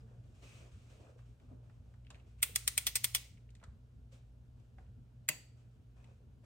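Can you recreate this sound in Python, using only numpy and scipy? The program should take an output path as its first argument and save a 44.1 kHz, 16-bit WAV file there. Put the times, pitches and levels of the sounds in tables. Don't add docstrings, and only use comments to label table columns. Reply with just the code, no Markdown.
import sys
import numpy as np
from scipy import signal
from scipy.fft import rfft, irfft, next_fast_len
from scipy.io import wavfile
from scipy.ndimage import uniform_filter1d, map_coordinates

SR = 44100
rng = np.random.default_rng(int(sys.argv[2]) if len(sys.argv) > 2 else 0)


def wav_out(sig):
    wavfile.write(sys.argv[1], SR, np.round(np.clip(np.atleast_2d(sig).T, -1, 1) * 32767).astype(np.int16))


def decibels_to_gain(level_db):
    exponent = np.asarray(level_db, float) / 20
    return 10 ** exponent


N = 284471

# (time [s], peak [dB], casting share [dB], casting note [Hz], top band [dB])
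RELEASE_BLOW = [
    (5.288, -15, -11.5, 1940, 1.1),
]
LEAD_IN_S = .008


def unit(x):
    return x / np.sqrt(np.mean(x ** 2) + 1e-20)


def along(points, hz):
    f, v = np.transpose(points)
    return np.interp(np.log(hz + 1), np.log(f + 1), v)


def curves(rows):
    s, *cols = np.transpose(rows)
    return [np.interp(np.arange(N) / SR, s, c) for c in cols]


def wander(count, every):
    return map_coordinates(rng.standard_normal(count // every + 4), [np.arange(count) / every])


def filtered(x, response):
    m = next_fast_len(x.shape[-1] + 4096)
    return irfft(rfft(x, m) * response(np.fft.rfftfreq(m, 1 / SR)), m)[..., :x.shape[-1]]


def peak(f, hz, width_hz):
    return 1j * f * width_hz / (hz * hz - f * f + 1j * f * width_hz)


def rush(spectrum, patchy_db):
    # (frequency [Hz], correlation)
    alike = [(60, 1), (130, 0.9), (290, 0.7), (640, 0.37), (1410, 0.026), (3100, 0.09), (6820, 0.61),
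             (15000, 0.27)]
    z = signal.stft(rng.standard_normal((2, N)), nperseg=512)[2]
    field = uniform_filter1d(rng.standard_normal(z.shape[1:]), size=6, axis=0)
    field = uniform_filter1d(field, size=10, axis=1)
    pair = signal.istft(z * decibels_to_gain(patchy_db * unit(field)), nperseg=512)[1][:, :N]

    def mid_side(hz):
        angle = np.arccos(np.clip(along(alike, hz), -1, 1)) / 2
        return decibels_to_gain(along(spectrum, hz)) * [np.cos(angle), np.sin(angle)]

    mid, side = filtered(pair, mid_side)
    return unit(np.array([mid + side, mid - side]))


def strokes(rows):
    t = np.arange(N) / SR
    gain = 0
    for s, hold, db in rows:
        rise_db = 1800 * np.maximum(s - t, 0)
        fall_db = 221 * np.maximum(t - s - hold, 0)
        gain = gain + decibels_to_gain(db - rise_db - fall_db)
    return gain


def add(track, sound, s):
    part = track[:, round(s * SR):][:, :sound.shape[1]]
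    part += sound[:, :part.shape[1]]


def answer(sound, colour, near_db, far_db):
    # (frequency [Hz], t60 [s])
    walls = [(300, 0.44), (1000, .4), (2500, .44), (5000, 0.43), (8000, 0.41), (11000, 0.28), (15000, 0.31)]
    # (frequency [Hz], level [dB])
    echo = [(500, 10), (1200, 5), (2500, 0), (5000, -0.7), (8600, -0.5), (12000, .5)]
    # (frequency [Hz], side level [dB])
    echo_side = [(600, -1.5), (1100, -2), (1800, -2)]
    hz, t, z = signal.stft(rng.standard_normal((2, SR * 2 // 5)), SR, nperseg=256)
    tail = signal.istft(z * decibels_to_gain(-60 * t / along(walls, hz)[:, None]), SR, nperseg=256)[1]
    u = np.arange(tail.shape[1]) / SR
    bay = rng.standard_normal(tail.shape) * decibels_to_gain(-60 * u / 0.035)
    both = decibels_to_gain(far_db) * tail / np.linalg.norm(tail[0]) + decibels_to_gain(near_db) * bay / np.linalg.norm(bay[0])
    both = both * (1 - np.exp(-u / 0.0029))
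    wet = filtered(both, lambda f: colour(f) * decibels_to_gain(along(echo, f)))
    side = filtered(wet[0] - wet[1], lambda f: decibels_to_gain(along(echo_side, f)))
    wet = (wet.sum(axis=0) + np.array([side, -side])) / 2
    colour_power = np.mean(np.abs(colour(np.linspace(1, SR / 2, 2000))) ** 2)
    wet *= np.linalg.norm(sound) / np.sqrt(2 * colour_power)
    wet = np.pad(wet, ((0, 0), (np.argmax(np.abs(sound).max(axis=0)), 0)))
    wet[:, :sound.shape[1]] += sound
    return wet


def at_ports(common, left, right):
    # (frequency [Hz], phase [rad])
    lead = [(1000, 0), (1800, .45), (3300, 1.9), (5500, 3.4), (9000, 5.4), (12000, 6.28)]
    # (frequency [Hz], level [dB])
    lean = [(700, -2), (1800, -3), (3300, 0), (5500, 2.5), (9000, 0)]
    # (frequency [Hz], share [0-1])
    direct = [(1000, .95), (1800, .94), (3300, .7), (5500, .4), (9000, .7), (14000, .6)]
    sides = np.array([[.5], [-.5]])

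    def share(hz):
        return np.clip(along(direct, hz), 0, 1)

    shared = filtered(common, lambda hz: np.sqrt(share(hz)) * np.exp(1j * sides * along(lead, hz)))
    own = filtered(np.array([left, right]), lambda hz: np.sqrt(1 - share(hz)))
    return filtered(shared + own, lambda hz: decibels_to_gain(sides * along(lean, hz)))


def rattle(t60, lead_db):
    t = np.arange(2600) / SR - LEAD_IN_S
    after, before = np.maximum(t, 0), np.minimum(t, 0)
    blow = decibels_to_gain(-60 * after / t60) + .7 * decibels_to_gain(-60 * after / 0.011)
    blow = blow * (1 - np.exp(-after / 0.00015))
    swell_in = decibels_to_gain(lead_db + 500 * before) + decibels_to_gain(-12 + 21000 * before)
    swell_in = swell_in * (t < 0) * (1 - np.exp(-(t + LEAD_IN_S) / .0015))
    lumps = decibels_to_gain(2.8 * wander(len(t), 30))
    force = rfft((blow + swell_in) * lumps * rng.standard_normal((3, len(t))))
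    even = np.sqrt(uniform_filter1d(np.abs(force) ** 2, size=60, axis=1))
    return irfft(force / even, len(t))


def place(track, s, db, force, colour, broad, near_db, far_db):
    sound = at_ports(*filtered(force, colour))
    sound = sound * decibels_to_gain(db) / np.sqrt(np.mean(sound[:, 340:600] ** 2))
    add(track, answer(sound, broad, near_db, far_db), s - LEAD_IN_S)


def strikes(events, modes, crack, ring_db, near_db, far_db, handle_db, thud_db, lead_db, t60):
    track = np.zeros((2, N))
    for s, db, share_db, note_hz, top_db in events:
        strength = decibels_to_gain(ring_db + 2 * rng.standard_normal(len(modes)))
        handle = handle_db - 2.3 * (db - events[-1][1])
        body = share_db + 9.0
        seat = share_db + 11
        parts = [(900, thud_db + 1.25 * seat), (1300, -3.0), (1700, -3.1), (2000, body), (3600, body),
                 (4400, handle + 18), (6500, handle + 18.4), (7800, -1.2), (10500, 1.5), (11800, top_db)]

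        def ring(f):
            total = decibels_to_gain(-3.0) * peak(f, note_hz, 220)
            for k, (hz, width_hz, level) in enumerate(modes):
                total = total + (-1) ** k * strength[k] * decibels_to_gain(level) * peak(f, hz, width_hz)
            return total

        def colour(f):
            return decibels_to_gain(along(parts, f)) * (ring(f) + decibels_to_gain(along(crack, f)))

        def broad(f):
            return decibels_to_gain(along(parts, f)) * (.2 * np.abs(ring(f)) + decibels_to_gain(along(crack, f)))

        place(track, s, db - 10, rattle(t60 + 0.01 * seat, lead_db), colour, broad, near_db, far_db)
    return track


def motor():
    # (frequency [Hz], moment of a crest [s])
    twice = [
        (117.92, 1.551),
        (117.24, 1.551),
    ]
    # (time [s], shaft line [dB], twice shaft [dB])
    swell = [(0, -66, -68), (.8, -69.5, -66), (2.4, -59, -66.5), (3.4, -60.5, -64), (4.2, -60.5, -72),
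             (5.3, -70.5, -76), (6.45, -66.5, -74)]
    # (frequency [Hz], density [dB per Hz])
    drone = [(13, -41.5), (22, -17.5), (54, -1.5), (112, -0.5), (140, -8), (177, -13), (238, -12.5),
             (305, -24), (420, -26), (550, -57.5), (920, -120)]
    t = np.arange(N) / SR + .00022 * np.array([[.5], [-.5]])

    def line(hz, crest_s):
        return np.sqrt(2) * np.cos(2 * np.pi * hz * (t - crest_s))

    shaft_db, twice_db = curves(swell)
    mains = decibels_to_gain(-62) * line(119.97, 3.00283)
    fan = decibels_to_gain(-69) * line(55.29, 3.0105)
    shaft = decibels_to_gain(shaft_db) * line(58.89, 3.0049)
    rotors = decibels_to_gain(twice_db) * (line(*twice[0]) + decibels_to_gain(-2) * line(*twice[1]))
    return mains + fan + shaft + rotors + decibels_to_gain(-59.5) * rush(drone, patchy_db=2.46)


def rustle():
    # (start [s], hold [s], sleeve [dB], shoe [dB])
    moves = [(0, 0.013, -81, -72.5), (0.077, .12, -88, -74.5), (.24, 0.089, -84, -81.5),
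             (.35, 0.062, -77.5, -80.5), (0.427, .16, -66, -71.5), (0.606, 0.073, -74.5, -71),
             (.72, 0.18, -76, -77.5), (0.901, 0.074, -74, -73), (1.003, 0.098, -78, -68),
             (1.183, 0.02, -80, -77), (1.26, 0.051, -84.5, -94), (1.416, 0.035, -86.5, -77),
             (1.49, .04, -93, -72), (1.631, 0.14, -88.5, -81), (1.853, 0.082, -90, -82.5),
             (2.12, 0.065, -86, -71.5), (2.268, 0.045, -81.5, -82.5), (2.387, 0.022, -77.5, -95.5),
             (4.124, 0.019, -69.5, -74), (4.575, 0.084, -92, -88), (4.78, 0.04, -87.5, -73.5),
             (5.573, 0.037, -82, -88), (5.712, 0.03, -93, -99), (5.966, 0.15, -83.5, -75.5),
             (6.442, 0.017, -78, -70.5)]
    # (frequency [Hz], density [dB per Hz])
    sleeve = [(710, -22), (1200, -2), (1810, -9), (2480, -0.5), (4410, -9.5), (5970, -9), (8170, -9.5),
              (10300, -20.5), (11200, -26.5), (13000, -21), (16000, -30.5)]
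    # (frequency [Hz], density [dB per Hz])
    shoe = [(150, -30), (250, -6), (302, -5.5), (631, -4), (801, -12), (1800, -18.5), (2340, -43.5),
            (3960, -120)]
    cloth = decibels_to_gain(-92) + strokes([row[:3] for row in moves])
    scuff = decibels_to_gain(-84) + strokes([row[:2] + row[3:] for row in moves])
    grain = decibels_to_gain(0.92 * wander(N, 200))
    return cloth * rush(sleeve, patchy_db=-0.7) + scuff * grain * rush(shoe, patchy_db=2.5)


def sleeve_ring():
    # (start [s], hold [s], level [dB])
    brushes = [
        (.428, 0.15, -69.5),
        (1.02, 0.05, -82),
        (5.96, 0.17, -84),
    ]
    ringing = unit(filtered(rng.standard_normal((2, N)), lambda f: peak(f, 2490, 330) ** 2))
    slips = decibels_to_gain(2.5 * wander(N, 300))
    return strokes(brushes) * decibels_to_gain(-2.0) * slips * ringing


def knocks():
    # (time [s], peak [dB], pitch [Hz], t60 [s])
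    dull = [(0.028, -64, 446, 0.18), (0.112, -54.5, 447, 0.04), (0.856, -76, 540, 0.053),
            (0.927, -56, 470, 0.037), (1.015, -63, 583, 0.036), (1.093, -55.5, 530, 0.068),
            (1.161, -50.5, 470, 0.032), (1.341, -78, 362, 0.04), (2.494, -49, 472, 0.044),
            (4.126, -58, 534.5, 0.067), (4.785, -56, 760, .05), (5.289, -48.5, 616, 0.11),
            (6.088, -63, 506, 0.057), (6.204, -62.5, 463, 0.041)]
    # (time [s], peak [dB], pitch [Hz], t60 [s])
    thuds = [
        (.004, -69, 4950, 0.036),
        (1.52, -67, 174, 0.17),
        (5.289, -50.5, 148, 0.21),
        (5.289, -52.5, 303, 0.089),
             (1.512, -51.5, 258, .17),
    ]
    track, t = np.zeros((2, N)), np.arange(SR // 6) / SR
    for s, db, hz, t60 in dull + thuds:
        fade = decibels_to_gain(-60 * t / t60) * (1 - np.exp(-t / 0.00093))

        def colour(f):
            return peak(f, hz, 330) ** 2

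        puff = filtered(rng.standard_normal((2, len(t))), colour)
        sound = decibels_to_gain(db) * fade * (np.sin(2 * np.pi * hz * t) + 0.26 * unit(puff))
        add(track, answer(sound, colour, near_db=-20.0, far_db=-13.5), s)
    return track


def play():
    # (time [s], peak [dB], pitch [Hz], steel edge
    # [dB])
    ticks = [(1.1897, -68, 2560, -28), (1.3994, -65, 2440, -18), (2.048, -64, 2500, -21),
             (2.067, -54.5, 2600, -29), (2.1039, -46.5, 2710, -10.5), (2.145, -51.5, 2260, -26),
             (2.1538, -54.5, 2030, -23), (2.198, -61, 2620, -30), (2.403, -61, 2490, -25),
             (3.3724, -61.5, 2390, -33), (3.489, -62, 2340, -29.5), (3.504, -62, 2630, -2.5),
             (3.5513, -54.5, 1916, -6.5), (3.5654, -66, 2260, -12), (3.5997, -64, 2350, -22),
             (4.5994, -69, 2610, -9.5), (4.8644, -71.5, 2740, -21), (6.042, -57.5, 2400, -16.5)]
    # (time [s], peak [dB], pitch [Hz], steel edge [dB])
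    taps = [(1.19, -59, 1310, -28), (1.399, -68, 1180, -27), (1.697, -59, 1150, -36),
            (1.94, -62.5, 1510, -22), (2.103, -48.5, 988, -20), (3.615, -60, 990, -42),
            (3.628, -51, 940, -36), (3.638, -47.5, 1400, -15.5), (4.784, -55, 1700, -40)]
    track = np.zeros((2, N))
    for events, t60 in (ticks, 0.045), (taps, .048):
        for s, db, hz, edge_db in events:
            edge = decibels_to_gain(edge_db + 4.5)

            def colour(f):
                bright = peak(f, 7400, 4000) ** 3 - peak(f, 4100, 2400) ** 2
                return peak(f, hz, 1200) ** 2 + edge * bright

            place(track, s, db - 10.5, rattle(t60, lead_db=-38.0), colour, colour, near_db=-5.5, far_db=-9)
    return track


def bar():
    # (frequency [Hz], level [dB], t60 [s])
    handle_modes = [(975, -38.5, 0.25), (1994, -33.5, .25), (2630, -22, 0.15), (4630, -37, 0.47),
                    (6700, -32.5, 0.31), (7750, -32.5, 0.36), (13000, -41, 0.08)]
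    track, t = np.zeros((2, N)), np.arange(SR // 2) / SR
    s, db = RELEASE_BLOW[0][:2]
    for hz, level, t60 in handle_modes:
        waver = np.cumsum(.115 * rng.standard_normal((2, len(t))), axis=1)
        add(track, decibels_to_gain(db + level - 60 * t / t60) * np.sin(2 * np.pi * hz * t + waver), s + .002)
    return track


def ratchet():
    # (time [s], peak [dB], casting share [dB], casting note [Hz], top band [dB])
    teeth = [(2.4277, -12.5, -10, 2600, 2), (2.5589, -14.5, -12.5, 2040, -3.5),
             (2.6771, -14, -12, 3730, -4.5), (2.7777, -13.5, -11, 2490, -2.5),
             (2.8674, -16.5, -7, 3500, 2.5), (2.9553, -16.5, -8, 2070, 2.2), (3.043, -14.5, -11, 3380, -1),
             (3.1481, -15.5, -7.5, 3070, -0.2)]
    # (time [s], peak [dB], casting share [dB], casting note [Hz], top band [dB])
    bounce = [
        (2.4354, -28.5, -10.5, 3238, 1.5),
    ]
    # (frequency [Hz], width [Hz], level [dB])
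    pawl = [(1471.6, 54, -12), (2070, 53, -9.5), (2400, 50, -14.5), (2747, 40, -8), (3380, 40, 3.5),
            (6110, 100, -14.5), (8560, 300, 5), (9580, 60, -7.5), (13300, 360, -7.5), (14670, 400, -3)]
    # (frequency [Hz], density [dB per Hz])
    snap = [(180, -49.5), (300, -25.5), (1060, -16.5), (1460, -13.5), (1620, -13.5), (2010, -4), (7120, -5),
            (8560, -5), (11200, -7), (15900, -9), (16900, -20.5)]
    snaps = strikes(teeth, pawl, snap, ring_db=0.0, near_db=-1.5, far_db=-13.5,
                    handle_db=-17, thud_db=-5.5, lead_db=-22.5, t60=0.032)
    landing = strikes(bounce, pawl, snap, ring_db=2.0, near_db=-1.0, far_db=-13.5,
                      handle_db=-24.5, thud_db=-8.5, lead_db=-24, t60=.012)
    return snaps + landing


def release():
    # (frequency [Hz], width [Hz], level [dB])
    latch = [(1970, 91, 9), (2630, 100, -4), (4734, 150, -6.5), (6252, 150, -4.5), (7500, 770, -3),
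             (9680, 550, -6), (12140, 280, -5.5), (13460, 200, -2)]
    # (frequency [Hz], density [dB per Hz])
    crack = [(180, -39.5), (300, -23), (1100, -17.5), (2630, 6.5), (4220, -7.5), (4520, -17.5), (8140, -8),
             (11000, -8.5), (13300, -10), (15900, -11.5), (16900, -26)]
    return strikes(RELEASE_BLOW, latch, crack, ring_db=6.0, near_db=-2.5, far_db=-15,
                   handle_db=-13.0, thud_db=1.4, lead_db=-24.5, t60=0.027)


def scene():
    background = motor() + rustle() + sleeve_ring()
    loose_parts = knocks() + play()
    return background + loose_parts + bar() + ratchet() + release()


def band_limit(x):
    return signal.sosfilt(signal.butter(12, 16990, fs=SR, output="sos"), x)


def record(dry):
    # (frequency [Hz], gain [dB])
    microphone = [(20, -24), (30, -7), (45, 0), (15950, 0), (16250, -11), (16900, -19), (17050, -60)]
    # (frequency [Hz], density [dB per Hz])
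    hiss = [(150, -32.5), (250, -4), (309, -16), (401, -19.5), (430, -7), (504, -12.5), (1250, -25.5),
            (1420, -21), (1940, -29.5), (3010, -27), (3230, -29), (14600, -42), (16500, -51)]
    mid, side = (dry[0] + dry[1]) / 2, (dry[0] - dry[1]) / 2
    side = filtered(side, lambda hz: decibels_to_gain(along([(7000, 0), (9000, -1.5), (12000, -3)], hz)))

    def response(hz):
        notch = (1 - .6 * peak(hz, 11280, 800)) ** 2
        return decibels_to_gain(along(microphone, hz)) * notch

    coloured = filtered(np.array([mid + side, mid - side]), response)
    mix = coloured + decibels_to_gain(-77) * rush(hiss, patchy_db=0.53)
    return band_limit(mix)


dry = scene()
out = record(dry)
wav_out(out)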